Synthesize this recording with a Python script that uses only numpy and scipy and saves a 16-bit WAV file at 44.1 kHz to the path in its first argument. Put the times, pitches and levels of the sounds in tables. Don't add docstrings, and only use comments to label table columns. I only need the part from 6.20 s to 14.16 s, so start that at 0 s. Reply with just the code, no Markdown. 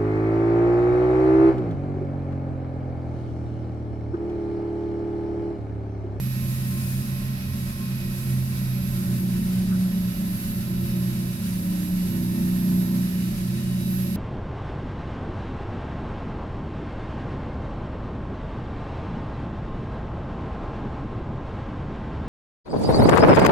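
import sys
import numpy as np
from scipy import signal
from scipy.fft import rfft, irfft, next_fast_len
from scipy.io import wavfile

SR = 44100
rng = np.random.default_rng(int(sys.argv[2]) if len(sys.argv) > 2 else 0)


def wav_out(sig):
    wavfile.write(sys.argv[1], SR, np.round(np.clip(np.atleast_2d(sig).T, -1, 1) * 32767).astype(np.int16))


N = 351036

# t/s, level/dB
DRONE_LEVEL = [(0, -39), (2.3, -34), (3, -26.5), (3.5, -22.5), (4.35, -33), (4.75, -27), (5.1, -33),
               (5.4, -26.5), (6, -27), (6.55, -20.5), (7.35, -31.5), (7.6, -26.5), (7.96, -27.5)]
# f/Hz, correlation (-1 to 1)
LIKENESS = [(30, .96), (90, .94), (180, .97), (330, .85), (600, .6), (1200, 0), (2400, -.35), (4500, .05),
            (6500, -.2), (9500, .1), (12500, -.3), (15000, -.2)]
# f/Hz, left minus right/dB
BALANCE_DB = [(60, -1.5), (92, -4), (140, -2), (210, -0.5), (330, -6), (500, -2.5), (770, -2.5),
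              (1170, -3.5), (1790, -4), (2740, -4.5), (4190, 4), (6410, 4), (9810, -5), (15000, 0.5)]


def drive(motor, spindle, load):
    # t/s, level/dB
    motor_hum = [(0, -27), (.5, -27), (1.3, -34.5), (2.1, -25.5), (2.8, -29), (3.5, -36.5), (4.15, -43.5),
                 (4.6, -28.5), (5, -30), (5.4, -42), (6, -63), (7.4, -29), (7.96, -34)]
    # spindle multiple (rounded for pitch), light/dB, loaded/dB, added by chatter/dB
    drone_orders = [(4, -58, -46.5, 14), (5, -66, -43.5, 6.5), (6.86, -51.5, -41, 4),
                    (7.65, -73, -47.5, 14), (9, -67, -68, 16), (10, -75, -53.5, 7), (11.1, -54.5, -59, 18),
                    (12, -76, -68, 11), (13, -73, -62.5, 11.5), (29, -79, -78, 15), (31, -86, -76, 13),
                    (60, -80, -75, 13.5)]
    # motor multiple, spindle multiple, light/dB, loaded/dB
    belt_tones = [(0, 1, -49, -52), (0, 3, -50, -58), (2, 0, -45, -45.5), (5, -2, -46.5, -53),
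                  (6, -3, -49, -44.5), (3, 2, -39.5, -38.5), (6, -2, -44, -42), (5, 0, -41.5, -38),
                  (3, 3, -42, -42), (6, 0, -49, -46.5), (10, -3, -71, -62.5), (8, 0, -58, -55),
                  (9, 0, -64.5, -55.5), (10, -1, -61, -66), (12, 0, -65, -80), (0, 15, -70, -67),
                  (0, 16, -74, -64), (14, 0, -62.5, -60.5)]
    belt_laps_per_motor_turn = .087
    drone_smear_rad = .22

    motor_at, spindle_at = angle(motor), angle(spindle)
    motor_db, drone_db = in_time(motor_hum)[0], in_time(DRONE_LEVEL)[0]
    chattering = chatter()
    frame_db = motor_db + between(-27.5, -15, load)
    strong = [(3, 0, motor_db), (0, 6, drone_db), (6, 3, frame_db)]
    throb_depth = between(0.21, 0.07, load)
    throb = 1 + throb_depth * np.cos(belt_laps_per_motor_turn * motor_at)

    out = np.zeros((2, N))
    for m, s, level_db in strong:
        hz = m * motor.mean() + s * spindle.mean()
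        out += tone(m * motor_at + s * spindle_at, level_db, hz, waver_db=1.0, smear_rad=0.072)
    for order, light_db, loaded_db, chatter_db in drone_orders:
        level_db = between(light_db, loaded_db, load) + chatter_db * chattering
        hz = order * spindle.mean()
        out += throb * tone(round(order) * spindle_at, level_db, hz, waver_db=1.8, smear_rad=drone_smear_rad)
    for m, s, light_db, loaded_db in belt_tones:
        hz = m * motor.mean() + s * spindle.mean()
        phase = round(m) * motor_at + round(s) * spindle_at
        level_db = between(light_db, loaded_db, load)
        out += throb * tone(phase, level_db, hz, waver_db=1.3, smear_rad=0.17)
    return out


def chatter():
    # start/s, length/s, strength (0-1); the row of strength 0 is silent
    bouts = [(3.005, 1.5, 0), (5.77, 0.99, 1.0)]
    attack_s, release_s = 0.18, 0.4
    t = np.arange(N) / SR
    out = np.zeros(N)
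    for start_s, length_s, strength in bouts:
        rise = (t - start_s) / attack_s
        fall = 1 + (start_s + length_s - t) / release_s
        out += strength * np.clip(np.minimum(rise, fall), 0, 1)
    return out


def shoulder(spindle):
    # t/s, peak level/dB
    crossings = [(2.95, -50), (4.0, -46), (5.58, -39), (7.0, -45)]
    width_s = 0.22
    t = np.arange(N) / SR
    swell = sum(from_db(level_db) * np.exp(-((t - s) / width_s) ** 2) for s, level_db in crossings)
    return swell * tone(10 * angle(spindle), 0, 10 * spindle.mean(), waver_db=0.5, smear_rad=.15)


def inverter(motor):
    # t/s, level/dB
    whistle_level = [(0, -36.5), (1.4, -40.5), (2.8, -37.5), (3.5, -41.5), (4.2, -35.5), (5.2, -40),
                     (6.6, -35.5), (7.3, -42), (7.48, -46), (7.75, -33), (7.96, -39.5)]
    # gain/dB, slow waver/dB
    pickup = [(-8.0, 4), (-0.5, 0.5)]
    switching_hz, left_phase_rad = 12500.7, 2.44
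    sideband_db, upper_re_lower_db = -19.0, -5.0
    flutter_db = 0.67

    carrier = angle(np.full(N, switching_hz)) + np.array([[left_phase_rad], [0]])
    supply_hz = 88 + (motor - 44) / 2
    ripple = 4 * angle(supply_hz)
    lower = np.sin(carrier - ripple)
    upper = from_db(upper_re_lower_db) * np.sin(carrier + ripple)
    sidebands = from_db(sideband_db) * (lower + upper)
    sides_db = np.array([db + waver_db * drift(1.75) + flutter_db * drift(43.0) for db, waver_db in pickup])
    level_db = in_time(whistle_level)[0] + sides_db
    return np.sqrt(2) * from_db(level_db) * (np.sin(carrier) + sidebands)


def bearings(motor, load):
    # f/Hz, relative density/dB
    rumble_colour = [(15, -25), (24, -5), (33, 5), (52, -4.5), (80, 1.5), (115, 2), (145, -8.5), (210, -5),
                     (265, -15.5), (330, -12.5), (390, -17), (450, -36.5)]
    whines = [(13.33, -62, -61), (22.3, -75, -74), (24.41, -60, -66.5), (32.7, -78, -70), (41.2, -73, -66),
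              (43.8, -61, -64.5), (52, -65, -83), (57.6, -57, -72), (59.5, -71, -68), (64.6, -69, -76),
              (69.8, -71, -61.5), (75, -73, -89), (88.5, -65, -70), (91, -85, -62), (118.3, -67, -75),
              (223, -64, -65)]
    rumble_db = -37.5
    motor_at = angle(motor)
    out = from_db(rumble_db + 0.43 * drift(1.8)) * noise(rumble_colour)
    for order, light_db, loaded_db in whines:
        slip_rad = 0.012 * order * drift(16.0)
        level_db = between(light_db, loaded_db, load)
        out += tone(order * motor_at + slip_rad, level_db, order * motor.mean(), waver_db=3.0, smear_rad=0.42)
    return out


def towel(spindle):
    # t/s, level/dB
    hiss_level = [(0.0, -49), (0.15, -51), (0.33, -46.5), (0.42, -49), (0.71, -45.5), (1.22, -54.5),
                  (1.39, -49.5), (1.84, -52), (1.99, -46.5), (2.61, -52), (2.81, -47.5), (3.9, -50.5),
                  (4.15, -48), (4.54, -51.5), (5.34, -47.5), (6.65, -49.5), (6.8, -49), (7.96, -49)]
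    # f/Hz, relative density/dB
    rub_colour = [(330, -24), (430, -4.5), (490, -2.5), (530, -2.5), (560, 5.5), (590, 2.5), (640, -0.5),
                  (800, -3.5), (960, -5.5), (1060, 1), (1180, -24), (1500, -23)]
    rasp_colour = [(800, -28), (1150, -2), (1300, 1.5), (1800, 1), (2100, -1), (2650, 3), (3100, -1.5),
                   (3450, -1.5), (3900, 1), (4300, -1), (4900, 1), (5600, -3), (7000, -10)]
    hiss_colour = [(4800, -41), (6000, -4.5), (7000, -2), (7800, -4.5), (9200, 1), (10500, 0),
                   (12000, -0.5), (13000, 0.5), (14000, -8.5), (15700, -4.5)]
    rub_mean_db, rasp_mean_db, hiss_gain_db = -52, -44.5, 4.5
    rub_follows_drone, rasp_follows_hiss = 0.16, .1

    drone_db, hiss_db = in_time(DRONE_LEVEL)[0], in_time(hiss_level)[0]
    rub_db = rub_mean_db + rub_follows_drone * (drone_db - drone_db.mean())
    rasp_db = rasp_mean_db + rasp_follows_hiss * (hiss_db - hiss_db.mean())
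    turn = np.cos(angle(spindle))
    flutter_db = 0.81 * drift(8.7)
    rub = from_db(rub_db + 0.41 * turn) * noise(rub_colour)
    rasp = from_db(rasp_db + 0.36 * turn + 0.86 * flutter_db) * noise(rasp_colour)
    hiss = from_db(hiss_db + hiss_gain_db + 0.33 * turn + flutter_db) * noise(hiss_colour)
    return rub + workshop(rasp) + hiss


def scuffs():
    catches = [(2.85, .12, 1450, -55), (3.53, .028, 1340, -44.5)]
    half_width_hz = 190
    t, out = np.arange(N) / SR, np.zeros((2, N))
    for s, width_s, hz, level_db in catches:
        edges_hz = [hz - half_width_hz, hz + half_width_hz]
        band = signal.butter(2, edges_hz, "band", fs=SR, output="sos")
        rasp = rms_one(signal.sosfilt(band, rng.standard_normal((2, N))))
        out += from_db(level_db) * np.exp(-((t - s) / width_s) ** 2) * rasp
    return out


def coasting_motor():
    orders_db = [-40.5, -35, -40]
    # f/Hz, gain/dB
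    room_colour = [(35, -17), (72, -28), (84, -12), (93, -9), (99, -16.5), (106, 0.5), (110, -6), (116, -1),
                   (123, 1), (130, -1.5), (137, -3), (144, -18)]
    start_turns_per_s, slowing_s = 48.2, 17.0
    turns_per_s = start_turns_per_s * np.exp(-np.arange(N) / SR / slowing_s)
    out = np.zeros((2, N))
    for k, order_db in enumerate(orders_db, 1):
        hz = k * turns_per_s
        level_db = order_db + at_hz(room_colour, hz)
        out += tone(k * angle(turns_per_s), level_db, hz.mean(), waver_db=3.0, smear_rad=0.26)
    return out


def workshop(x):
    t60_s, tail_db = .16, -7.0
    t = np.arange(SR // 4) / SR
    tail = rng.standard_normal((2, len(t))) * from_db(-60 * t / t60_s)
    tail *= from_db(tail_db) / np.sqrt(np.sum(tail ** 2, axis=1, keepdims=True))
    wet = signal.fftconvolve(x, tail, axes=1)[:, :N]
    return (x + wet) / np.sqrt(1 + from_db(tail_db) ** 2)


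def tone(phase, level_db, hz, waver_db, smear_rad):
    phase = phase + rng.uniform(0, 2 * np.pi) + smear_rad * drift(6.2)
    apart_rad = np.arccos(np.clip(at_hz(LIKENESS, hz), -1, 1))
    sides = np.array([[.5], [-.5]])
    gain = np.sqrt(2) * from_db(level_db + waver_db * drift(3.43))
    return gain * from_db(sides * at_hz(BALANCE_DB, hz)) * np.sin(phase + sides * apart_rad)


def noise(colour):
    size = next_fast_len(N)
    hz = np.arange(size // 2 + 1) * SR / size
    mid, side = rfft(rng.standard_normal((2, size)))
    alike = np.clip(at_hz(LIKENESS, hz), -1, 1)
    sides = np.array([[1], [-1]])
    both = np.sqrt(1 + alike) * mid + sides * np.sqrt(1 - alike) * side
    above = 1 + (hz / colour[-1][0] / 1.2) ** 8
    below = 1 + (colour[0][0] / (hz + 1)) ** 8
    skirt = 1 / np.sqrt(above * below)
    shape_db = at_hz(colour, hz) + sides * at_hz(BALANCE_DB, hz) / 2
    return rms_one(irfft(both * skirt * from_db(shape_db), size)[:, :N])


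def drift(rate_hz):
    r = np.exp(-200 * np.pi * rate_hz / SR)
    slow = signal.lfilter([1], [1, -2 * r, r * r], rng.standard_normal(N // 100 + 1002))[1000:]
    return np.interp(np.arange(N) / 100, np.arange(len(slow)), rms_one(slow))


def angle(per_s):
    return 2 * np.pi * np.cumsum(per_s) / SR


def between(light, loaded, load):
    return light + load * (loaded - light)


def in_time(rows):
    s, *columns = np.transpose(rows)
    return [np.interp(np.arange(N) / SR, s, c) for c in columns]


def at_hz(points, hz):
    points = np.array(points)
    return np.interp(np.log(hz + 1e-9), np.log(points[:, 0]), points[:, 1])


def from_db(db):
    return 10 ** (np.asarray(db) / 20)


def rms_one(x):
    return x / np.sqrt(np.mean(x ** 2) + 1e-20)


def scene():
    # t/s, speed/(turns per s)
    motor_speed = [(0, 42.7), (1.3, 43.6), (2, 43.35), (2.7, 42.7), (3.15, 42.1), (3.5, 42.7), (3.9, 41.75),
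                   (4.3, 41.7), (4.7, 42.2), (5.4, 41.6), (6.2, 41.55), (6.6, 41.9), (7, 41.75),
                   (7.96, 42.5)]
    # t/s, load (0-1)
    towel_load = [(0, 0), (2.45, 0), (3.05, 1), (7.96, 1)]
    motor_turns_per_spindle_turn = 1.378
    motor, load = in_time(motor_speed)[0], in_time(towel_load)[0]
    spindle = motor / motor_turns_per_spindle_turn
    lathe = drive(motor, spindle, load) + shoulder(spindle) + inverter(motor) + bearings(motor, load)
    return lathe + towel(spindle) + scuffs() + coasting_motor()


def record(dry):
    cutoff_hz = 15750
    return signal.sosfilt(signal.ellip(12, .1, 80, cutoff_hz, fs=SR, output="sos"), dry)


dry = scene()
out = record(dry)
wav_out(out)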